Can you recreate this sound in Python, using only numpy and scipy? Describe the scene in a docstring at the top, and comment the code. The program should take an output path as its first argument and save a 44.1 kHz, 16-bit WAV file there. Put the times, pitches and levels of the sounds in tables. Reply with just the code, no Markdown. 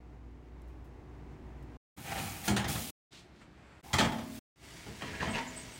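"""A home kitchen in five short shots with silence between. An appliance hums; a loaded sheet pan grinds onto
the oven rack and knocks home; a plastic bread bag swishes; the wire rack clanks in a quick run over sizzling
fat; the rack with the hot pan is dragged out in squeaky jerks. Hum and modes are sines; friction, fat and
plastic film are coloured noise or random impulses; the steel oven box adds a dense, decaying noise ring."""
import sys
import numpy as np
from scipy import signal
from scipy.fft import rfft, irfft
from scipy.io import wavfile
from scipy.ndimage import uniform_filter1d

SR = 44100
rng = np.random.default_rng(int(sys.argv[2]) if len(sys.argv) > 2 else 0)


def dump(signal):
    """Clip the signal to [-1, 1] and save it as 16-bit WAV at the path in sys.argv[1]."""
    limited = np.clip(np.atleast_2d(signal).T, -1, 1)
    pcm = np.round(limited * 32767).astype(np.int16)
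    wavfile.write(sys.argv[1], SR, pcm)


N = 255339
T = np.arange(N) / SR


def amp(db):
    """Decibels to gain."""
    return 10 ** (np.asarray(db) / 20)


def read(points, hz):
    """Interpolates a (frequency, value) table on a log-frequency axis."""
    f, value = np.transpose(points)
    return np.interp(np.log(hz + 1), np.log(f + 1), value)


def add(mix, s, sound):
    """Lays a sound into the mix at time s."""
    part = mix[max(round(s * SR), 0):][:len(sound)]
    part += sound[:len(part)]


def colour(x, spectrum, tilt_db_per_oct=0, peak_hz=1000, peak_db=0):
    """Gives white input a tilted spectrum at the same power, then one resonance on top."""
    hz = np.fft.rfftfreq(len(x), 1 / SR)
    gain = amp(read(spectrum, hz) + tilt_db_per_oct * np.log2(np.maximum(hz, 100)))
    gain = gain / np.sqrt(np.mean(gain ** 2))
    resonance = 1 + (amp(peak_db) - 1) / (1 + 1j * (hz - peak_hz) / (0.053 * peak_hz))
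    return irfft(rfft(x) * resonance * gain, len(x))


def drift(per_s):
    """Slow random curve through unit-variance knots."""
    knots = np.arange(0, T[-1] + 1, 1 / per_s)
    return np.interp(T, knots, rng.standard_normal(len(knots)))


def grains(per_s, spread_db):
    """Random impulses of either sign and exponentially spread dB size; unit power."""
    size = amp(spread_db * np.minimum(rng.exponential(1, N), 4))
    x = size * rng.choice([-1., 1.], N) * (rng.random(N) < per_s / SR)
    return x / x.std()


# Ring of the steel oven box: (frequency [Hz], t60 [s])
OVEN_T60 = [(80, 0.6), (300, 0.34), (1000, 0.48), (3000, 0.25), (7000, 0.22), (15000, 0.22)]


def dense_ring(t, hold_s):
    """Countless close modes of the oven box in uneven clusters: fed for hold_s, then dying by band."""
    hz, at, z = signal.stft(rng.standard_normal(len(t)), SR, nperseg=256)
    clusters = uniform_filter1d(rng.standard_normal(z.shape), size=24, axis=1, mode="wrap")
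    clusters = np.clip(clusters / clusters.std(), -2, 1.5)
    lumps = amp(4 * clusters * np.minimum(hz / 1000, 1)[:, None])
    lumps = lumps / np.sqrt(np.mean(lumps ** 2))
    decay = np.exp(-np.log(1000) * np.maximum(at - hold_s, 0) / read(OVEN_T60, hz)[:, None])
    return signal.istft(z * lumps * decay, SR, nperseg=256)[1][:len(t)]


def in_oven(x, wet_db):
    """Adds the oven box's ring, rescaled to about the same power."""
    tail = dense_ring(T[:SR], 0)
    wet = signal.fftconvolve(x, tail / np.linalg.norm(tail))[:N]
    return (x + amp(wet_db) * wet) / np.hypot(1, amp(wet_db))


def ring(modes, build_s, tilt_db_per_oct=0):
    """Clear modes of one object: build up as the blow spreads; a hard contact favours the high ones."""
    t = T[:SR]
    waves = np.zeros(SR)
    for k, (hz, db, t60_s) in enumerate(modes):
        gain = (-1) ** k * amp(db + tilt_db_per_oct * np.log2(hz / 700))
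        waves += gain * np.exp(-np.log(1000) * t / t60_s) * np.sin(2 * np.pi * hz * t)
    return waves * (1 - np.exp(-t / build_s))


def strokes(rows, sag_db_per_s, release_s):
    """Movements build up, lose force and die away; one gain curve for each level column."""
    gains = 0
    for start, length, rise, *levels_db in rows:
        t = T - start
        held = np.clip(t / rise, 0, 1) * amp(-sag_db_per_s * np.maximum(t - rise, 0))
        release = np.exp(-np.maximum(t - length, 0) / release_s)
        gains = np.hypot(gains, amp(levels_db)[:, None] * held * release)
    return gains


def chirps(rows, waver, wet_db):
    """Short gliding tones that stutter in strength and waver in pitch."""
    out = np.zeros(N)
    for s, length, hz, glide, db in rows:
        u = np.linspace(0, 1, round(length * SR))
        pitch_hz = hz * (1 + glide * (u - .5) + waver * drift(per_s=1500)[:len(u)])
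        stutter = 1 + .7 * drift(per_s=500)[:len(u)]
        tone = np.sin(2 * np.pi * np.cumsum(pitch_hz) / SR)
        add(out, s, amp(db) * 2 * stutter * np.sin(np.pi * u) * tone)
    return in_oven(out, wet_db)


# Room air: (frequency [Hz], relative density [dB per Hz])
AIR_SPECTRUM = [(20, -36.5), (35, -18), (60, 3.5), (85, -4), (140, -1.5), (200, -4), (270, -8.5), (350, -5),
                (450, -14.5), (720, -14), (1000, -19.5), (2000, -21.5), (4500, -30.5), (8000, -43),
                (15500, -56)]


def room_air():
    """Coloured noise of the room, its level drifting slightly."""
    return colour(rng.standard_normal(N), AIR_SPECTRUM) * amp(0.45 * drift(per_s=33))


# Motor lines: (frequency [Hz], relative level [dB])
MOTOR_LINES = [(59.1, -52), (118.6, -78), (197, -70.5), (246.3, -68), (295.6, -67.5), (370.8, -71),
               (473.7, -76.5), (739, -77.5)]
# Fan rush: (frequency [Hz], relative density [dB per Hz])
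FAN_SPECTRUM = [(25, -9), (45, -4), (65, 3.5), (100, 1), (145, 3), (180, -10.5), (330, -3), (520, -14),
                (900, -13.5), (1400, -22), (2100, -23), (3200, -32.5), (5000, -38), (7000, -40.5),
                (12000, -52.5), (15500, -48)]
# Approach at a steady dB rate
FAR_DB, APPROACH_DB_PER_S = -1.1, 3


def appliance():
    """Motor hum with overtones wavering in level and phase, plus fan noise; first shot only."""
    lines = np.zeros(N)
    for hz, db in MOTOR_LINES:
        level = amp(db + 3.3 * drift(per_s=9.0))
        wavering_s = T + 0.00037 * drift(per_s=5.33)
        lines += level * np.sin(2 * np.pi * hz * wavering_s)
    fan = amp(-55 + 1.0 * drift(per_s=15.0)) * colour(rng.standard_normal(N), FAN_SPECTRUM)
    nearness = amp(FAR_DB + APPROACH_DB_PER_S * T) * (T < SHOTS[1][0])
    return nearness * (np.sqrt(2) * lines + fan)


# Handling ticks: (time [s], level [dB], decay constant [s])
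TICK_ROWS = [(.619, -61, .002), (0.676, -73, 0.039), (.845, -71, 0.027), (1.625, -68, .012)]
# Bright hiss, also of spray and sliding: (frequency [Hz], relative density [dB per Hz])
HISS_SPECTRUM = [(800, -20), (2500, 0), (4000, .5), (6000, -1), (9000, 0), (12000, -3), (15000, -.5)]


def ticks():
    """Faint, bright, dry ticks of handling: decaying noise bursts."""
    out, t = np.zeros(N), T[:SR // 4]
    for s, db, decay_s in TICK_ROWS:
        add(out, s, amp(db) * colour(rng.standard_normal(len(t)), HISS_SPECTRUM) * np.exp(-t / decay_s))
    return out


# Hand shifts on the bag: (time [s], length [s], rise [s], swish level [dB], rubbing level [dB])
BAG_SHIFTS = [(3.1, 0.098, 0.025, -56, -65), (3.29, 0.12, 0.11, -69, -74), (3.405, .015, .012, -69, -56.5),
              (3.45, .37, .28, -75.5, -61)]
# Creasing film: (frequency [Hz], relative density [dB per Hz])
CREASE_SPECTRUM = [(400, -18), (1200, -12.5), (2500, -0.5), (4200, 1.5), (6000, -5), (8500, -9),
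                   (11000, -21.5), (15500, -27)]
# Fingers on the film: (frequency [Hz], relative density [dB per Hz])
RUBBING_SPECTRUM = [(300, 1), (800, 3.5), (1500, 6), (2600, 0), (3600, -19), (6000, -23), (7700, -9.5),
                    (11000, -36.5)]


def bag():
    """Fine creases of plastic film as impulses; fingers rubbing over it as noise."""
    crease, rub = strokes(BAG_SHIFTS, sag_db_per_s=24.5, release_s=.04)
    swish = crease * colour(grains(per_s=21000, spread_db=3.5), CREASE_SPECTRUM)
    return swish + rub * colour(rng.standard_normal(N), RUBBING_SPECTRUM)


# Fat sizzling: (time [s], length [s], rise [s], sizzle level [dB], spray level [dB])
SIZZLE_STROKES = [(3.8, .6, 0.061, -59, -57.5), (4.25, 1.55, 0.52, -54, -65)]
# Bubbles: (frequency [Hz], relative density [dB per Hz])
BUBBLE_SPECTRUM = [(300, -8), (900, -3.5), (1900, 0), (3200, 1.5), (4300, -3.5), (6000, -2.5), (8200, -5.5),
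                   (10000, -11), (12500, -22), (15500, -17.5)]


def sizzle():
    """Thousands of bursting fat bubbles and finer spray, blurred by the oven box."""
    boil, mist = strokes(SIZZLE_STROKES, sag_db_per_s=0.0, release_s=.01)
    bubbles = boil * colour(grains(per_s=2200, spread_db=-0.5), BUBBLE_SPECTRUM)
    spray = mist * colour(grains(per_s=12000, spread_db=5.0), HISS_SPECTRUM)
    return in_oven(bubbles, wet_db=-1.5) + in_oven(spray, wet_db=-10.5)


def spits(start_s, end_s, count):
    """Faint, brief sputters of steam at random times, blending into the sizzle."""
    # time [s], length [s], pitch [Hz], glide [share], relative level [dB]
    low, high = (start_s, .006, 5200, -.15, -72), (end_s, .025, 8300, .1, -61)
    return chirps(rng.uniform(low, high, (count, 5)), waver=0.057, wet_db=-10)


# Steam whistles: (time [s], length [s], pitch [Hz], glide [share], relative level [dB])
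WHISTLE_ROWS = [(5.28, 0.054, 8200, -0.027, -55.5), (5.46, 0.0356, 6960, -0.067, -54.5),
                (5.555, 0.023, 8180, -0.042, -48.5), (5.575, 0.034, 7570, -0.112, -62),
                (5.7, 0.07, 8050, -0.057, -60.5)]


def whistles():
    """Thin gliding whistles of steam from the fat."""
    return chirps(WHISTLE_ROWS, waver=0.049, wet_db=5)


# Metal squeaks: (time [s], length [s], pitch [Hz], glide [share], relative level [dB])
SQUEAK_ROWS = [(3.835, 0.05, 780, 0.16, -57), (3.895, 0.06, 846, 0, -50.5),
               (5.128, 0.038, 1673, 0.0084, -48.5), (5.195, 0.029, 1696, -0.03, -39.5),
               (5.33, 0.038, 2670, -0.027, -44), (5.365, 0.049, 923.6, -.07, -43.5)]


def squeaks():
    """Gliding squeaks of metal on wire."""
    return chirps(SQUEAK_ROWS, waver=0.036, wet_db=-4.0)


# Bass of rumble and thumps: (frequency [Hz], relative density [dB per Hz])
THUMP_SPECTRUM = [(30, -35.5), (48, -12), (68, 0), (130, 1), (200, -3.5), (300, -8), (600, -30),
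                  (2000, -72.5)]


def slide(stroke, grind, modes, grind_db, ring_db, rumble_db, hiss_db):
    """Stick-slip on the wires: coarse slips grind and ring the modes, fine ones hiss, the rack rumbles."""
    force, weight, rub = stroke
    slips = force * grains(per_s=2000, spread_db=1.0) * amp(2.0 * drift(per_s=90))
    body = ring(modes, build_s=0.0024)
    ringing = signal.fftconvolve(slips, body / np.linalg.norm(body))[:N]
    grinding = in_oven(colour(slips, grind), wet_db=-3.5)
    rumble = weight * colour(rng.standard_normal(N), THUMP_SPECTRUM)
    hiss = rub * colour(in_oven(grains(per_s=13000, spread_db=4.0), wet_db=-5.0), HISS_SPECTRUM)
    friction = amp(grind_db) * grinding + amp(ring_db) * ringing
    return friction + amp(rumble_db) * rumble + amp(hiss_db) * hiss


# Modes of the loaded pan: (frequency [Hz], relative level [dB], t60 [s])
PAN_MODES = [(119.7, -7.5, .5), (140, -17.5, 0.34), (203.1, -3, 0.74), (337, -4, 0.35), (461, -14.5, 1),
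             (667, -11.5, 0.14), (728, -11.5, .22), (825, -10, 0.38), (894, -12, 0.11), (1418, -7.5, 0.16),
             (1685, -16, 0.23), (2240, -14, 0.24), (2880, -23, 0.28), (4170, -19, 0.25), (4940, -22, 0.24),
             (6100, -4, 0.063)]
# Shoves inwards: (time [s], length [s], rise [s], relative grinding, rumble, hiss levels [dB])
PUSH_STROKES = [(1.9, 0.57, 0.35, -45, -43.5, -45), (2.03, 0.17, 0.088, -37, -48, -72),
                (2.17, 0.092, 0.045, -60.5, -52, -51), (2.43, 0.05, 0.031, -40.5, -57, -41),
                (2.48, .2, .01, -59.5, -48, -58.5), (2.675, .24, 0.0102, -48, -40, -38.5),
                (4.29, 0.12, 0.067, -63.5, -59, -56)]
# Grinding inwards: (frequency [Hz], relative density [dB per Hz])
PUSH_SPECTRUM = [(150, -24), (400, 2.5), (600, -2), (780, 9), (1020, -4), (1320, -0.5), (2200, 1.5),
                 (3300, -6.5), (5000, -14), (8000, -13), (15000, -39)]


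def push_in():
    """Shoves slide the load in; slips excite the pan."""
    shoves = strokes(PUSH_STROKES, sag_db_per_s=32, release_s=0.012)
    return slide(shoves, PUSH_SPECTRUM, PAN_MODES, grind_db=-2.5, ring_db=-24.0, rumble_db=-0.5, hiss_db=2)


# Modes of the side runners carrying the rack: (frequency [Hz], relative level [dB], t60 [s])
RUNNER_MODES = [(253, -3, 1), (368, -13, 1), (654, -2, 0.68), (894, -3, 0.24), (978, -2.5, 0.85),
                (997, -10, 1), (1680, -5, 0.093), (2720, 11, 0.043), (1940, -7, 0.48), (2050, -20.5, 0.73),
                (2183, -1, 0.45), (3000, -6, .4)]
# Drag and three jerks: (time [s], length [s], rise [s], relative grinding, rumble, hiss levels [dB])
PULL_STROKES = [(4.6, 1.105, 0.76, -52, -51, -81), (5.005, .17, 0.0083, -47, -45, -78),
                (5.19, 0.082, 0.02, -39.5, -39, -70), (5.32, 0.053, 0.025, -36.5, -43, -62)]
# Grinding outwards: (frequency [Hz], relative density [dB per Hz])
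PULL_SPECTRUM = [(150, -14), (400, -0.5), (550, -6.5), (900, -7), (1350, -12.5), (1700, -4.5), (2700, -8),
                 (4000, -15), (6500, -22), (10000, -36), (15000, -61)]


def pull_out():
    """A long drag and three jerks pull the rack out; slips excite the side runners."""
    drag = strokes(PULL_STROKES, sag_db_per_s=13.5, release_s=0.037)
    return slide(drag, PULL_SPECTRUM, RUNNER_MODES, grind_db=-1, ring_db=-5.0, rumble_db=-1.5, hiss_db=0)


# Clatter: (frequency [Hz], relative density [dB per Hz])
CLATTER_SPECTRUM = [(100, -17.5), (250, 0), (540, 1), (780, 2), (1300, -2.5), (2100, -1.5), (2650, -6),
                    (3400, -4), (5000, -10.5), (7000, -11.5), (9500, -18.5), (12000, -31), (15500, -26)]
RING_TILT_SHARE = 0.18  # share of a blow's brightness reaching the modes


def knocks(rows, struck, neighbour, neighbour_db, build_s, rattle_s):
    """Blows crack, rattle loose wires, thump the oven floor, ring the struck object and its neighbour."""
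    out, t = np.zeros(N), T[:SR]
    for s, clatter_db, bright_db_per_oct, thump_db, ring_db, spot_hz, spot_db in rows:
        bounces = amp(2 * drift(per_s=480)[:SR] * np.exp(-t / 0.054))
        clatter = colour(dense_ring(t, rattle_s), CLATTER_SPECTRUM, bright_db_per_oct, spot_hz, spot_db)
        clatter *= bounces * (1 - np.exp(-t / 0.00068))
        crack = colour(rng.standard_normal(SR), CLATTER_SPECTRUM, tilt_db_per_oct=1.3)
        crack *= amp(-5.5) * np.exp(-t / 0.0083)
        # bass swells later
        thump = colour(dense_ring(t, rattle_s), THUMP_SPECTRUM) * (1 - np.exp(-t / 0.0093))
        ring_tilt = RING_TILT_SHARE * bright_db_per_oct
        own = ring(struck, build_s, ring_tilt)
        passed_on = amp(neighbour_db) * ring(neighbour, build_s, ring_tilt)
        shot_end = min(shot[1] for shot in SHOTS if shot[1] > s)
        in_shot = s + t < shot_end + .02
        blow = amp(clatter_db) * (clatter + crack + passed_on) + amp(thump_db) * thump + amp(ring_db) * own
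        add(out, s, in_shot * blow)
    return out


# Modes of the wire rack: (frequency [Hz], relative level [dB], t60 [s])
RACK_MODES = [(190, 1, 0.27), (222, 0, 0.56), (228.8, -10, 1.8), (265, -13.5, 2.2), (331, -13, 1),
              (389, -9.5, 0.3), (486.4, -15.5, 0.89), (619, -13.5, 1.8), (682, -7.5, 0.64), (760, -7, 0.38),
              (840, -9.5, 0.44), (869, -7.5, 0.52), (885, -11, 0.29), (1140, -21.5, 0.29), (1285, -4, 0.39),
              (1403, -6.5, 0.27), (1928, -10, 0.32), (2050, -13, 0.21), (3108, -6, 0.43), (3225, -7, 0.34),
              (3240, -14, .18), (3740, -13.5, 0.18), (3600, -14, 0.19), (5070, -16, .25)]
# Pan on rack: (time [s], relative clatter level [dB], brightness [dB per octave], relative thump level [dB],
# relative ring level [dB], struck-spot resonance [Hz], its height [dB])
PAN_BLOWS = [(1.975, -56.5, -1.5, -45.5, -68, 850, 9), (2.176, -41, -0.5, -42, -50, 1290, 8),
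             (2.478, -31, 4, -36.5, -27, 784, 10.5), (2.503, -41, -4, -31.5, -30.5, 367, 17.5),
             (2.5636, -31.5, 2, -34.5, -34, 1610, 9), (2.643, -38, 0.5, -36, -41, 806, 10.5),
             (2.686, -41.5, 3.5, -42.5, -42, 2150, 6), (2.752, -41.5, -1.5, -48, -49, 3000, 1),
             (4.864, -56, 0, -43, -50.5, 413, 21), (5.018, -42, -2, -46.5, -59, 1720, 9.5),
             (5.222, -40.5, -3.5, -42, -41.5, 1020, 13.5)]


def pan_knocks():
    """The pan knocks on the rack: pan modes lead, rack modes follow."""
    return knocks(PAN_BLOWS, PAN_MODES, RACK_MODES, neighbour_db=-10, build_s=0.0029, rattle_s=0.0045)


# Rack blows: (time [s], relative clatter level [dB], brightness [dB per octave], relative thump level [dB],
# relative ring level [dB], struck-spot resonance [Hz], its height [dB])
RACK_BLOWS = [(3.931, -30, 2, -29, -34.5, 1290, 5), (3.984, -25.5, 1, -41, -32.5, 3340, 6),
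              (4.006, -30, -2, -27.5, -38.5, 900, 2), (4.045, -37, 0.5, -44, -45, 850, 3),
              (4.12, -39.5, -2, -56, -45, 870, 1), (4.183, -45.5, -1.5, -43, -59, 1830, 0.5),
              (5.272, -49, -3.5, -38.5, -40.5, 1650, 8)]


def rack_clanks():
    """The wire rack clanks: rack modes lead, pan modes follow."""
    return knocks(RACK_BLOWS, RACK_MODES, PAN_MODES, neighbour_db=-17, build_s=0.0035, rattle_s=0.0082)


# Shots: (start [s], end [s], fade-in [s], room air level [dB])
SHOTS = [(0, 1.768, .005, -75), (1.964, 2.904, .012, -56), (3.107, 3.81, .022, -57),
         (3.827, 4.39, .012, -53), (4.558, 5.8, .085, -54)]


def scene():
    """All sources over the room air, heard shot by shot with silence between."""
    sound = appliance() + ticks() + bag()
    sound += sizzle() + spits(5.1, 5.76, count=70) + whistles() + squeaks()
    sound += push_in() + pull_out() + pan_knocks() + rack_clanks()
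    air = room_air()
    out = np.zeros(N)
    for start, end, fade_s, air_db in SHOTS:
        fade_in = amp(-16 * np.clip(1 - (T - start) / fade_s, 0, 1))
        gate = np.clip((T - start) / .002, 0, 1) * np.exp(-np.maximum(T - end, 0) / .0015)
        out += gate * fade_in * (sound + amp(air_db) * air)
    return out[None]


EDGE_HZ = 15900


def record(dry):
    """The recorder's band limit: a linear-phase low-pass."""
    low_pass = signal.firwin(511, EDGE_HZ, window=("kaiser", 9), fs=SR)
    return signal.oaconvolve(dry, low_pass[None], "same")


dry = scene()
out = record(dry)
dump(out)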